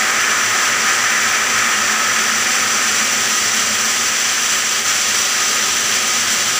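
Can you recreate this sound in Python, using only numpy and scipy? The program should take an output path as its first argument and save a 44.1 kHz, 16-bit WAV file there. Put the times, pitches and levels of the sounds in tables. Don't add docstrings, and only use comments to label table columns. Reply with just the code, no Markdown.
import sys
import numpy as np
from scipy import signal
from scipy.fft import rfft, irfft, next_fast_len
from scipy.io import wavfile

SR = 44100
rng = np.random.default_rng(int(sys.argv[2]) if len(sys.argv) > 2 else 0)


def unload_wav(signal):
    wavfile.write(
        sys.argv[1],
        SR,
        np.round(np.clip(np.atleast_2d(signal).T, -1, 1) * 32767).astype(np.int16),
    )


N = 290619

TURNS_PER_S = 3.648
# f/Hz, level/dB
DISC_OUTLINE = [(300, -21.5), (700, -17.5), (1000, -14), (1170, -8), (1230, -2.5), (1500, -4), (1850, -1),
                (2100, -4.5), (2500, -7.5), (3000, -14.5), (3600, -20.5), (6000, -53)]
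# f/Hz, width/Hz, level over outline/dB
DISC_RESONANCES = [(1032, 65, 6.5), (1107, 30, 2), (1235, 32, 3.5), (1310, 34, 1), (1296, 39, 2.5),
                   (1420, 45, 3), (1530, 15, 4), (1594, 24, 3), (1710, 32, 3), (1795, 22, 3),
                   (1945, 28, 0.5), (1984, 47, 4), (2175, 39, 2.5), (2338, 70, 4), (2517, 57, 4),
                   (2556, 56, -4), (2760, 15, 4.5)]
# f/Hz, level/dB
HISS_OUTLINE = [(1200, -8.5), (2000, -4), (2700, -1), (3400, -1.5), (3800, -5.5), (5300, -0.87), (6600, -3),
                (8000, -6.5), (8900, -11.5), (9900, -12), (11500, -19.5), (13100, -22.5), (13950, -25.5),
                (15500, -15.5)]
# f/Hz, width/Hz, level over outline/dB
HISS_RESONANCES = [(2790, 64, 2.5), (2930, 50, 1), (3140, 280, 2.5), (3400, 270, 1), (3580, 86, -2.5),
                   (3750, 50, 3), (4700, 80, 4.5), (5980, 720, 7.5), (6050, 160, 1.5), (6630, 300, -3),
                   (7350, 890, 7.5), (14730, 920, 10.5), (15560, 400, 5)]
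# f/Hz, level/dB
RUMBLE_OUTLINE = [(100, -8.5), (170, -9), (210, 2), (290, -3.5), (390, -2.5), (600, 1.5), (950, -5.5),
                  (1300, -1.5), (2500, -36)]
# f/Hz, width/Hz, level over outline/dB
FRAME_RESONANCES = [(257, 8.6, 2.5), (359, 26, 5.5), (390, 22, 6.5), (431, 11, 6.5), (511, 20, 4),
                    (545, 20, -2.5), (574, 12, 3.5), (640, 70, -1), (750, 21, 6.5), (806, 39, 5.5)]
# f/Hz, width/Hz, level at friction 1/dB, level at friction 0/dB
WHINE_TONES = [(756, 12.13, -47.5, -56), (768, 8.85, -44.5, -49.5), (885, 4, -44.5, -63),
               (1257, 4.07, -38, -37), (1274, 5.8, -32, -47), (1303, 9.8, -32.5, -56),
               (1710, 4.9, -35, -52), (1816, 7.6, -34.5, -50)]
# f/Hz, level/dB
BOOM_OUTLINE = [(20, -19), (40, -18), (60, -11), (76, 5.5), (90, 7), (106, 1), (130, -2), (185, 5.5),
                (260, -22)]
# f/Hz, level/dB
NEIGHBOUR_OUTLINE = [(1500, -22), (2400, -8), (3100, -1), (4100, -3.5), (5000, -8), (7000, -16),
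                     (10000, -17), (15000, -26)]
# t/s, change of disc level/dB, change of spray level/dB
BRIEF_CHANGES = [(0.32, 1.5, -0.5), (0.9, 2.3, 1.5), (1.58, 2.5, 1.5), (1.89, 1.2, 1), (2.54, 0, 0.5),
                 (3.0, 2, 0.3), (3.6, 1.5, 1.5), (4.09, 0.5, -0.2), (4.53, 0, 2), (4.9, 2.3, 1.5),
                 (5.17, 1.5, 2), (5.95, 2.5, 1), (6.33, -1.5, 2)]
# t/s, load on the blade (0 light - 1 heavy), friction of its flanks in the slot (0-1)
CUT_COURSE = [(0, 1, 0.87), (1.05, 1, 0.88), (2.2, 0.75, 0.96), (2.75, 0.64, 0.5), (3.4, .22, 0.2),
              (4.3, 0.17, .1), (6.59, 0, 0.2)]
# t/s, level/dB
SPRAY_COURSE = [(0, -19.5), (1.8, -19.5), (2.6, -18.5), (3.35, -17.5), (4.3, -18), (6.2, -17.5),
                (6.59, -18)]
# t/s, level/dB
RUMBLE_COURSE = [(0, -31.5), (2.2, -32.5), (2.95, -31.8), (3.75, -33), (4.55, -36), (5.55, -32.5),
                 (6.59, -33.5)]
# t/s, level/dB
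BOOM_COURSE = [(0, -50), (1.3, -53), (2.2, -51), (3.65, -44), (4.25, -49.5), (5.45, -48.5), (5.8, -44.5),
               (6.59, -45)]
# t/s, hum level/dB, drone level/dB
DRIVE_COURSE = [(0, -49, -45), (1.1, -47.5, -43.5), (2.3, -47.5, -38), (3.3, -47, -38), (4.2, -51.5, -41.5),
                (5.3, -54, -48), (6.2, -52, -39.5), (6.59, -50, -46)]

DISC_LIGHT_DB, DISC_HEAVY_DB = -24, -18.5
CHANGE_S = 0.033
WHINE_WANDER_PER_S, WHINE_FLICKER_DB, WHINE_FLICKER_PER_S = 7.17, 2.7, 3.7
FACING_S, FACING_LENGTH_S, NEIGHBOUR_DB = 4.55, 0.64, -30
CUTOFF_HZ = 15560


def from_db(db):
    return 10 ** (np.asarray(db) / 20)


def rms_one(x):
    return x / np.sqrt(np.mean(x ** 2) + 1e-20)


def seconds():
    return np.arange(N) / SR


def in_time(rows):
    s, *columns = np.transpose(rows)
    return [np.interp(seconds(), s, column) for column in columns]


def drift(rate):
    step = 40
    pole = np.exp(-2 * np.pi * rate * step / SR)
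    noise = rng.standard_normal(N // step + 2002)
    slow = signal.lfilter([1], [1, -2 * pole, pole * pole], noise)
    slow = rms_one(slow[2000:])
    return np.interp(np.arange(N) / step, np.arange(len(slow)), slow)


def coloured(x, outline, resonances):
    size = next_fast_len(N)
    hz = np.maximum(np.arange(size // 2 + 1) * SR / size, 1)
    outline_hz, outline_db = np.transpose(outline)
    db = np.interp(np.log(hz), np.log(outline_hz), outline_db)
    db = db - 20 * np.log10(np.maximum(outline_hz[0] / hz, 1) ** 2)
    for centre, width, height in resonances:
        half_widths = 2 * (hz - centre) / width
        db = db + height * 0.5 ** np.minimum(half_widths ** 2, 20)
    return rms_one(irfft(rfft(x, size) * from_db(db), size)[:N])


def every_turn(one_turn):
    return np.resize(one_turn, N)


def brief_changes():
    total = np.zeros((2, N))
    for s, *changes_db in BRIEF_CHANGES:
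        shape = np.exp(-((seconds() - s) / CHANGE_S) ** 2)
        total += np.outer(changes_db, shape)
    return total


def rim_scrape(same_share, uneven_db, count=14):
    turn = round(SR / TURNS_PER_S)
    share = np.clip(same_share, 0, 1)
    same_grit = every_turn(rng.standard_normal(turn))
    fresh_grit = rng.standard_normal(N)
    grit = np.sqrt(share) * same_grit + np.sqrt(1 - share) * fresh_grit
    place = np.arange(turn) / turn * count
    sector_force = np.interp(place, np.arange(count), rng.standard_normal(count), period=count)
    force = sector_force + np.cos(2 * np.pi * place)
    return grit * from_db(uneven_db * every_turn(force))


def disc():
    load, _ = in_time(CUT_COURSE)
    change_db, _ = brief_changes()
    load_db = DISC_LIGHT_DB + load * (DISC_HEAVY_DB - DISC_LIGHT_DB)
    level_db = load_db + change_db + 0.25 * drift(9.8)
    scrape = rim_scrape(same_share=0.11, uneven_db=0.17)
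    return from_db(level_db) * coloured(scrape, DISC_OUTLINE, DISC_RESONANCES)


def whines():
    _, friction = in_time(CUT_COURSE)
    out = np.zeros(N)
    for hz, width, high_db, low_db in WHINE_TONES:
        pitch_hz = hz + 0.5 * width * drift(WHINE_WANDER_PER_S)
        phase = 2 * np.pi * np.cumsum(pitch_hz) / SR
        flicker_db = WHINE_FLICKER_DB * drift(WHINE_FLICKER_PER_S)
        level_db = low_db + friction * (high_db - low_db) + flicker_db
        out += from_db(level_db) * np.sqrt(2) * np.sin(phase)
    return out


def spray(spatter_db, spatter_rate):
    level_db, = in_time(SPRAY_COURSE)
    _, change_db = brief_changes()
    jet = rng.standard_normal(N) * from_db(spatter_db * drift(spatter_rate))
    return from_db(level_db + change_db) * coloured(jet, HISS_OUTLINE, HISS_RESONANCES)


def throbbing_tone(order, count, crest_s, swell_db, waver_db, slip):
    turns = TURNS_PER_S * (seconds() - crest_s)
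    level_db = swell_db * np.cos(2 * np.pi * count * turns) + waver_db * drift(6.8)
    tone = np.sin(2 * np.pi * order * turns + slip * drift(5.1))
    return rms_one(from_db(level_db) * tone)


def drive():
    hum_db, drone_db = in_time(DRIVE_COURSE)
    hum = throbbing_tone(order=30.2, count=1, crest_s=2.39, swell_db=7, waver_db=1, slip=0.45)
    drone = throbbing_tone(order=60.6, count=2, crest_s=2.347, swell_db=5, waver_db=1.5, slip=0.9)
    upper_drone = throbbing_tone(order=69, count=1, crest_s=2.5, swell_db=3.5, waver_db=2.5, slip=0.8)
    drones = drone + from_db(-7) * upper_drone
    return from_db(hum_db) * hum + from_db(drone_db) * drones


def shed_rumble(rumble_gain_db, boom_waver_db):
    rumble_db, = in_time(RUMBLE_COURSE)
    boom_db, = in_time(BOOM_COURSE)
    rumble = coloured(rng.standard_normal(N), RUMBLE_OUTLINE, FRAME_RESONANCES)
    boom = coloured(rng.standard_normal(N), BOOM_OUTLINE, [])
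    boom_db = boom_db + boom_waver_db * drift(4)
    return from_db(rumble_db + rumble_gain_db) * rumble + from_db(boom_db) * boom


def neighbour():
    facing = np.clip((seconds() - FACING_S) / FACING_LENGTH_S, 0, 1)
    hiss = coloured(rng.standard_normal(N), NEIGHBOUR_OUTLINE, [])
    return facing * from_db(NEIGHBOUR_DB) * hiss


def sag(at_s, width_s, depth_db):
    return from_db(-depth_db * np.exp(-((seconds() - at_s) / width_s) ** 2))


def scene():
    shed = disc() + whines() + spray(spatter_db=0.57, spatter_rate=30)
    shed = shed + drive() + shed_rumble(rumble_gain_db=0.5, boom_waver_db=1.5)
    shed = shed + neighbour()
    shed = shed * sag(at_s=4.832, width_s=0.022, depth_db=2.6)
    return np.array([shed, shed])


def record(dry):
    size = next_fast_len(N + 2000)
    hz = np.arange(size // 2 + 1) * SR / size
    gain = np.clip((CUTOFF_HZ - hz) / 100, 0, 1)
    return irfft(rfft(dry, size) * gain, size)[:, :N]


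dry = scene()
out = record(dry)
unload_wav(out)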